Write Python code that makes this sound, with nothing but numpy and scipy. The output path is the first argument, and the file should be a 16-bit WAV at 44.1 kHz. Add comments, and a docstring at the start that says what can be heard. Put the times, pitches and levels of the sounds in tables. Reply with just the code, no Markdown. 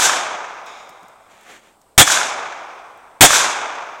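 """Rifle range from a parked car

Outdoors, the microphone at the car's open window. A rifle fires three times, first just before the start.
Each blast overloads the microphone, scatters back from the tree line and rolls away through the forest.
Between shots, close up, cloth rustles as the camera is turned, a hand bumps and small things tick."""
import sys
import numpy as np
from scipy import signal
from scipy.fft import rfft, irfft, next_fast_len
from scipy.io import wavfile

SR = 44100
rng = np.random.default_rng(int(sys.argv[2]) if len(sys.argv) > 2 else 0)


def inscribe(sig):
    """Save sig as 16-bit PCM at rate SR to the path in sys.argv[1].

    A 1-D sig is mono; a 2-D sig holds one channel per row.
    Samples are clipped to [-1, 1] before scaling.
    """
    pcm = np.round(np.clip(np.atleast_2d(sig).T, -1, 1) * 32767)
    wavfile.write(sys.argv[1], SR, pcm.astype(np.int16))


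N = 176400
BLAST_S, TAIL_S = .3, 2.2


def amp(db):
    """Decibels to gain."""
    return 10 ** (np.asarray(db) / 20)


def clock(seconds):
    """Time axis of a sound."""
    return np.arange(round(seconds * SR)) / SR


def add(mix, start, sound):
    """Mixes a sound in at a time, which may lie before zero."""
    at = round(start * SR)
    sound = sound[max(-at, 0):]
    part = mix[max(at, 0):][:len(sound)]
    part += sound[:len(part)]


def curve_at(points, hz):
    """Reads a table on a log-frequency axis."""
    f, value = np.transpose(points)
    return np.interp(np.log(hz + 1), np.log(f + 1), value)


def noise(colour, length, grain_db=0):
    """Coloured noise near rms 1; grain gives its tiny impulses unequal sizes."""
    size = next_fast_len(length)
    white = rng.standard_normal(size) * amp(grain_db * np.minimum(rng.exponential(1, size), 6))
    gain = amp(curve_at(colour, np.fft.rfftfreq(size, 1 / SR)))
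    coloured = irfft(rfft(white) * gain, size)
    return coloured[:length] / np.sqrt(np.mean(coloured ** 2) + 1e-20)


def burst(colour, stretch, db, hold_s, fall_db_per_s, attack_s=.0003):
    """Noise that starts at once, holds and falls; stretch lengthens the hold and the fall."""
    t = clock(BLAST_S)
    fallen_db = fall_db_per_s * np.maximum(t / stretch - hold_s, 0)
    return noise(colour, len(t)) * np.minimum(t / attack_s, 1) * amp(db - fallen_db)


def puff(colour, db, decay_s):
    """A brief knock of coloured noise."""
    age = clock(.1) / decay_s
    return noise(colour, len(age)) * amp(db) * np.minimum(4 * age, 1) * np.exp(-age)


def ring(modes):
    """Struck modes dying away."""
    t = clock(BLAST_S)
    return sum(amp(db - 60 * t / t60) * np.sin(2 * np.pi * hz * t) for hz, db, t60 in modes)


# Spectra of the crack and the boom at the car window: f/Hz, level/dB
CRACK_SPECTRUM = [(25, -3.5), (60, -6.5), (130, 0), (200, -8), (300, -1.5), (450, -5), (750, -2.5),
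                  (1000, -5), (1650, -1), (2300, 1.5), (2850, -3.5), (3300, 3.5), (4300, -7.5), (5400, -4),
                  (6600, -0.5), (8400, 0.5), (10000, -12.5), (16000, -23.5)]
BOOM_SPECTRUM = [(25, -16), (120, -8), (200, -12.5), (300, -5.5), (450, -7), (750, 7), (1000, -2),
                 (1600, 0), (2300, -3.5), (3500, -3), (6000, -27.5), (16000, -50.5)]
def blast(stretch):
    """The pressure wave comes straight to the microphone: a bright crack and a darker boom."""
    out = burst(CRACK_SPECTRUM, stretch, db=9.5, hold_s=.019, fall_db_per_s=680)
    boom = burst(BOOM_SPECTRUM, stretch, db=2, hold_s=.031, fall_db_per_s=950)
    add(out, .002 * stretch, boom)
    return out


# Modes of the cabin, right by the microphone: f/Hz, level/dB, t60/s
CABIN_MODES = [(32, -4, .07), (125, 0, .1), (290, 0, .12)]
def cabin_thump():
    """The car's cabin thumps under the pressure wave."""
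    return ring(CABIN_MODES)


def scatter(colour, t60, rise_s, db, grain_db, roll_db=1.0, roll_step_s=.014):
    """Countless small reflections swell, roll unevenly and die, the treble first."""
    t = clock(TAIL_S)
    hz, frame_s, bands = signal.stft(noise(colour, len(t), grain_db), SR, nperseg=512)
    decay = amp(-60 * np.maximum(frame_s - rise_s, 0) / curve_at(t60, hz)[:, None])
    tail = signal.istft(bands * decay, SR, nperseg=512)[1][:len(t)]
    knots = np.arange(0, TAIL_S, roll_step_s)
    roll = np.interp(t, knots, rng.standard_normal(len(knots)))
    return amp(db + roll_db * roll) * np.minimum(t / rise_s, 1) * tail


# Return from the near trees: f/Hz, level/dB; its decay: f/Hz, t60/s
TREE_LINE_SPECTRUM = [(40, -39), (110, -25), (200, -19.5), (320, -14.5), (480, -11), (700, -5),
                      (1000, -2.5), (1250, -8), (1550, 1), (1900, -8.5), (2350, -5), (2900, -8), (3500, -2),
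                      (4300, -10), (5200, -6.5), (6300, -2), (7400, -4), (8500, -9), (10000, -15.5),
                      (12000, -19), (15000, -27.5)]
TREE_LINE_DECAY = [(100, 0.68), (500, 0.72), (1500, 0.92), (3500, 0.72), (7000, 0.59), (11000, 0.45),
                   (16000, 0.16)]
def tree_line():
    """The near trees scatter the blast back, bright and short."""
    return scatter(TREE_LINE_SPECTRUM, TREE_LINE_DECAY, rise_s=.11, db=-12, grain_db=2)


# Return from deep in the forest: f/Hz, level/dB; its decay: f/Hz, t60/s
FOREST_SPECTRUM = [(40, -35.5), (110, -25), (200, -21.5), (320, -14.5), (480, -9), (700, -1.3),
                   (1000, -1.5), (1250, -1), (1550, -4.5), (1900, -10.5), (2350, -7), (2900, -16),
                   (3500, -14), (4300, -24), (5200, -20), (6300, -17), (7400, -21), (8500, -26.5),
                   (11000, -50), (16000, -61)]
FOREST_DECAY = [(100, 1.5), (400, 2.48), (800, 2.56), (1500, 2.17), (3500, 1.79), (6200, 1.56), (8000, 1.1),
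                (12000, 1.2)]
def forest():
    """Farther off, the blast rolls away among the trees, darker and longer."""
    return scatter(FOREST_SPECTRUM, FOREST_DECAY, rise_s=.18, db=-21.5, grain_db=2.5)


# Clank at the rifle: f/Hz, level/dB; modes of its action: f/Hz, level/dB, t60/s
BOLT_SPECTRUM = [(25, -13.5), (300, -13.5), (1000, -9), (2300, -0.5), (2850, -6.5), (3350, 9.5),
                 (4300, -12), (5400, -5), (6800, 4.5), (8800, 3.5), (10000, -14), (16000, -19)]
ACTION_MODES = [(3425, -12, .2), (6790, -15.5, .12), (2315, -17, .17), (1780, -19, .22), (6220, -22, .15),
                (8550, -18, .07)]
def bolt(stretch):
    """The bolt clanks as it cycles and sets the action ringing."""
    clank = burst(BOLT_SPECTRUM, stretch, db=-.5, hold_s=.004, fall_db_per_s=950)
    return clank + ring(ACTION_MODES)


# Reflections off nearby banks: t/s after the shot, level/dB
BANK_SLAPS = [(.0975, 6.5), (.0992, 6.5), (.1226, 4)]
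def bank_slaps(mix, hz=1400, decay_s=.0004):
    """The banks throw the blast back as sharp pulses."""
    t = clock(BLAST_S)
    pulse = t / decay_s * np.exp(-t / decay_s) * np.sin(2 * np.pi * hz * t)
    for delay, db in BANK_SLAPS:
        add(mix, delay, amp(db) * pulse)


# Clumps of trees, near to far: t/s after the shot, level/dB, decay/s; their spectrum: f/Hz, level/dB
CLUMP_ECHOES = [(0.124, -11.5, .002), (0.15, -9.5, 0.004), (0.195, -7, 0.0035), (.235, -10, 0.0028),
                (0.448, -22, 0.0048), (0.543, -26, .007), (0.596, -36.5, 0.01)]
CLUMP_SPECTRUM = [(60, -47.5), (400, -14.5), (800, -4.5), (1500, 10), (2500, -6.5), (3500, -7), (4500, -17),
                  (7000, -12.5), (14000, -50)]
def clump_echoes(mix):
    """Each clump of trees returns one smeared echo."""
    for delay, db, decay_s in CLUMP_ECHOES:
        add(mix, delay, puff(CLUMP_SPECTRUM, db, decay_s))


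# Shots on the range: t/s, level/dB, blast length relative to normal
RIFLE_SHOTS = [(-.1, 0, 1.0), (1.9785, -.8, 1.0), (3.2086, 1.5, 1.08)]
def rifle_shots(mix):
    """Each shot reaches the car with its returns from the banks and the woods."""
    for start, db, stretch in RIFLE_SHOTS:
        shot = np.zeros_like(clock(TAIL_S))
        add(shot, 0, blast(stretch) + cabin_thump())
        add(shot, .03, tree_line())
        add(shot, .033, forest())
        add(shot, .036 * stretch, bolt(stretch))
        bank_slaps(shot)
        clump_echoes(shot)
        add(mix, start, amp(db) * shot)


# Ambience at the open window: f/Hz, level/dB
AIR_SPECTRUM = [(25, -4), (60, -5), (130, -4), (300, -2.5), (700, 0.5), (1100, -2.5), (1800, -14.5),
                (3000, -17), (4500, -19), (6500, -22), (7900, -12), (8900, -14), (9800, -22),
                (15000, -24.5)]
def outdoor_air():
    """A quiet, steady hush lies under the shots."""
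    return amp(-57) * noise(AIR_SPECTRUM, N)


# Two movements close to the microphone: t/s, level/dB; their spectra: f/Hz, level/dB
SWISH_LEVELS = [(.65, -86), (.667, -39), (.7, -44), (.8, -45.5), (.9, -53.5), (1.05, -58.5), (1.2, -64),
                (1.28, -62)]
TURN_LEVELS = [(1.28, -63), (1.315, -49), (1.38, -52.5), (1.44, -50.5), (1.505, -41), (1.57, -44.5),
               (1.61, -56.5), (1.66, -53), (1.71, -57), (1.76, -68)]
SWISH_SPECTRUM = [(100, -18), (1000, -8), (1850, -4.5), (2050, 5), (2450, 3), (2900, -10.5), (3350, 0),
                  (3700, 4.5), (4300, -13), (5300, -4.5), (6100, -9.5), (6700, -3.5), (8500, -20),
                  (15000, -34.5)]
TURN_SPECTRUM = [(40, -21), (110, -16), (200, -6.5), (320, -3), (480, -5), (700, 1), (1000, -6.5),
                 (1250, -2.5), (1550, -2.5), (1900, -2), (2350, -3.5), (2900, -7), (3500, -7.1),
                 (4300, -14), (5200, -17.5), (6300, -12), (7400, -12), (8500, -18.6), (10000, -23),
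                 (12000, -25), (15000, -30.8)]
def cloth_rustle(mix):
    """Grainy friction of cloth: a bright swish, then a duller rub as the camera turns."""
    movements = (SWISH_LEVELS, SWISH_SPECTRUM, 2.5), (TURN_LEVELS, TURN_SPECTRUM, 3)
    for levels, colour, grain_db in movements:
        level_db = np.interp(np.arange(N) / SR, *np.transpose(levels), left=-120, right=-120)
        mix += noise(colour, N, grain_db) * amp(level_db)


# Ticks near the microphone: t/s, level/dB; their spectrum: f/Hz, level/dB
SMALL_TICKS = [(.66, -43), (0.892, -40.5), (.902, -50), (1.03, -48), (1.083, -47), (1.41, -48),
               (1.432, -50), (1.815, -48), (2.975, -50)]
TICK_SPECTRUM = [(500, -12), (3500, -10), (7000, 3), (10000, -6), (15000, -6)]
def small_ticks(mix):
    """Small things tick, thin and bright."""
    for start, db in SMALL_TICKS:
        add(mix, start, puff(TICK_SPECTRUM, db, decay_s=.003))


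# Handling bumps at the microphone: t/s, level/dB; their spectrum: f/Hz, level/dB
HAND_BUMPS = [(0.896, -53), (1.026, -48.5)]
BUMP_SPECTRUM = [(40, -20), (120, -6), (200, 6), (400, -11), (2000, -35), (16000, -60)]
def hand_bumps(mix):
    """The hand knocks, soft and low."""
    for start, db in HAND_BUMPS:
        add(mix, start, puff(BUMP_SPECTRUM, db, decay_s=.016))


def scene():
    """Shots, outdoor air and handling at one microphone, the same in both channels."""
    mono = np.zeros(N)
    rifle_shots(mono)
    mono += outdoor_air()
    cloth_rustle(mono)
    small_ticks(mono)
    hand_bumps(mono)
    return np.array([mono, mono])


OVERLOAD_LEVEL, BAND_EDGE_HZ = .81, 15950
def record(dry):
    """The microphone input clips hard on each blast; a steep low-pass follows."""
    clipped = np.clip(dry, -OVERLOAD_LEVEL, OVERLOAD_LEVEL)
    low_pass = signal.firwin(511, BAND_EDGE_HZ, window=("kaiser", 9), fs=SR)
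    return signal.oaconvolve(clipped, low_pass[None], "same")


dry = scene()
out = record(dry)
inscribe(out)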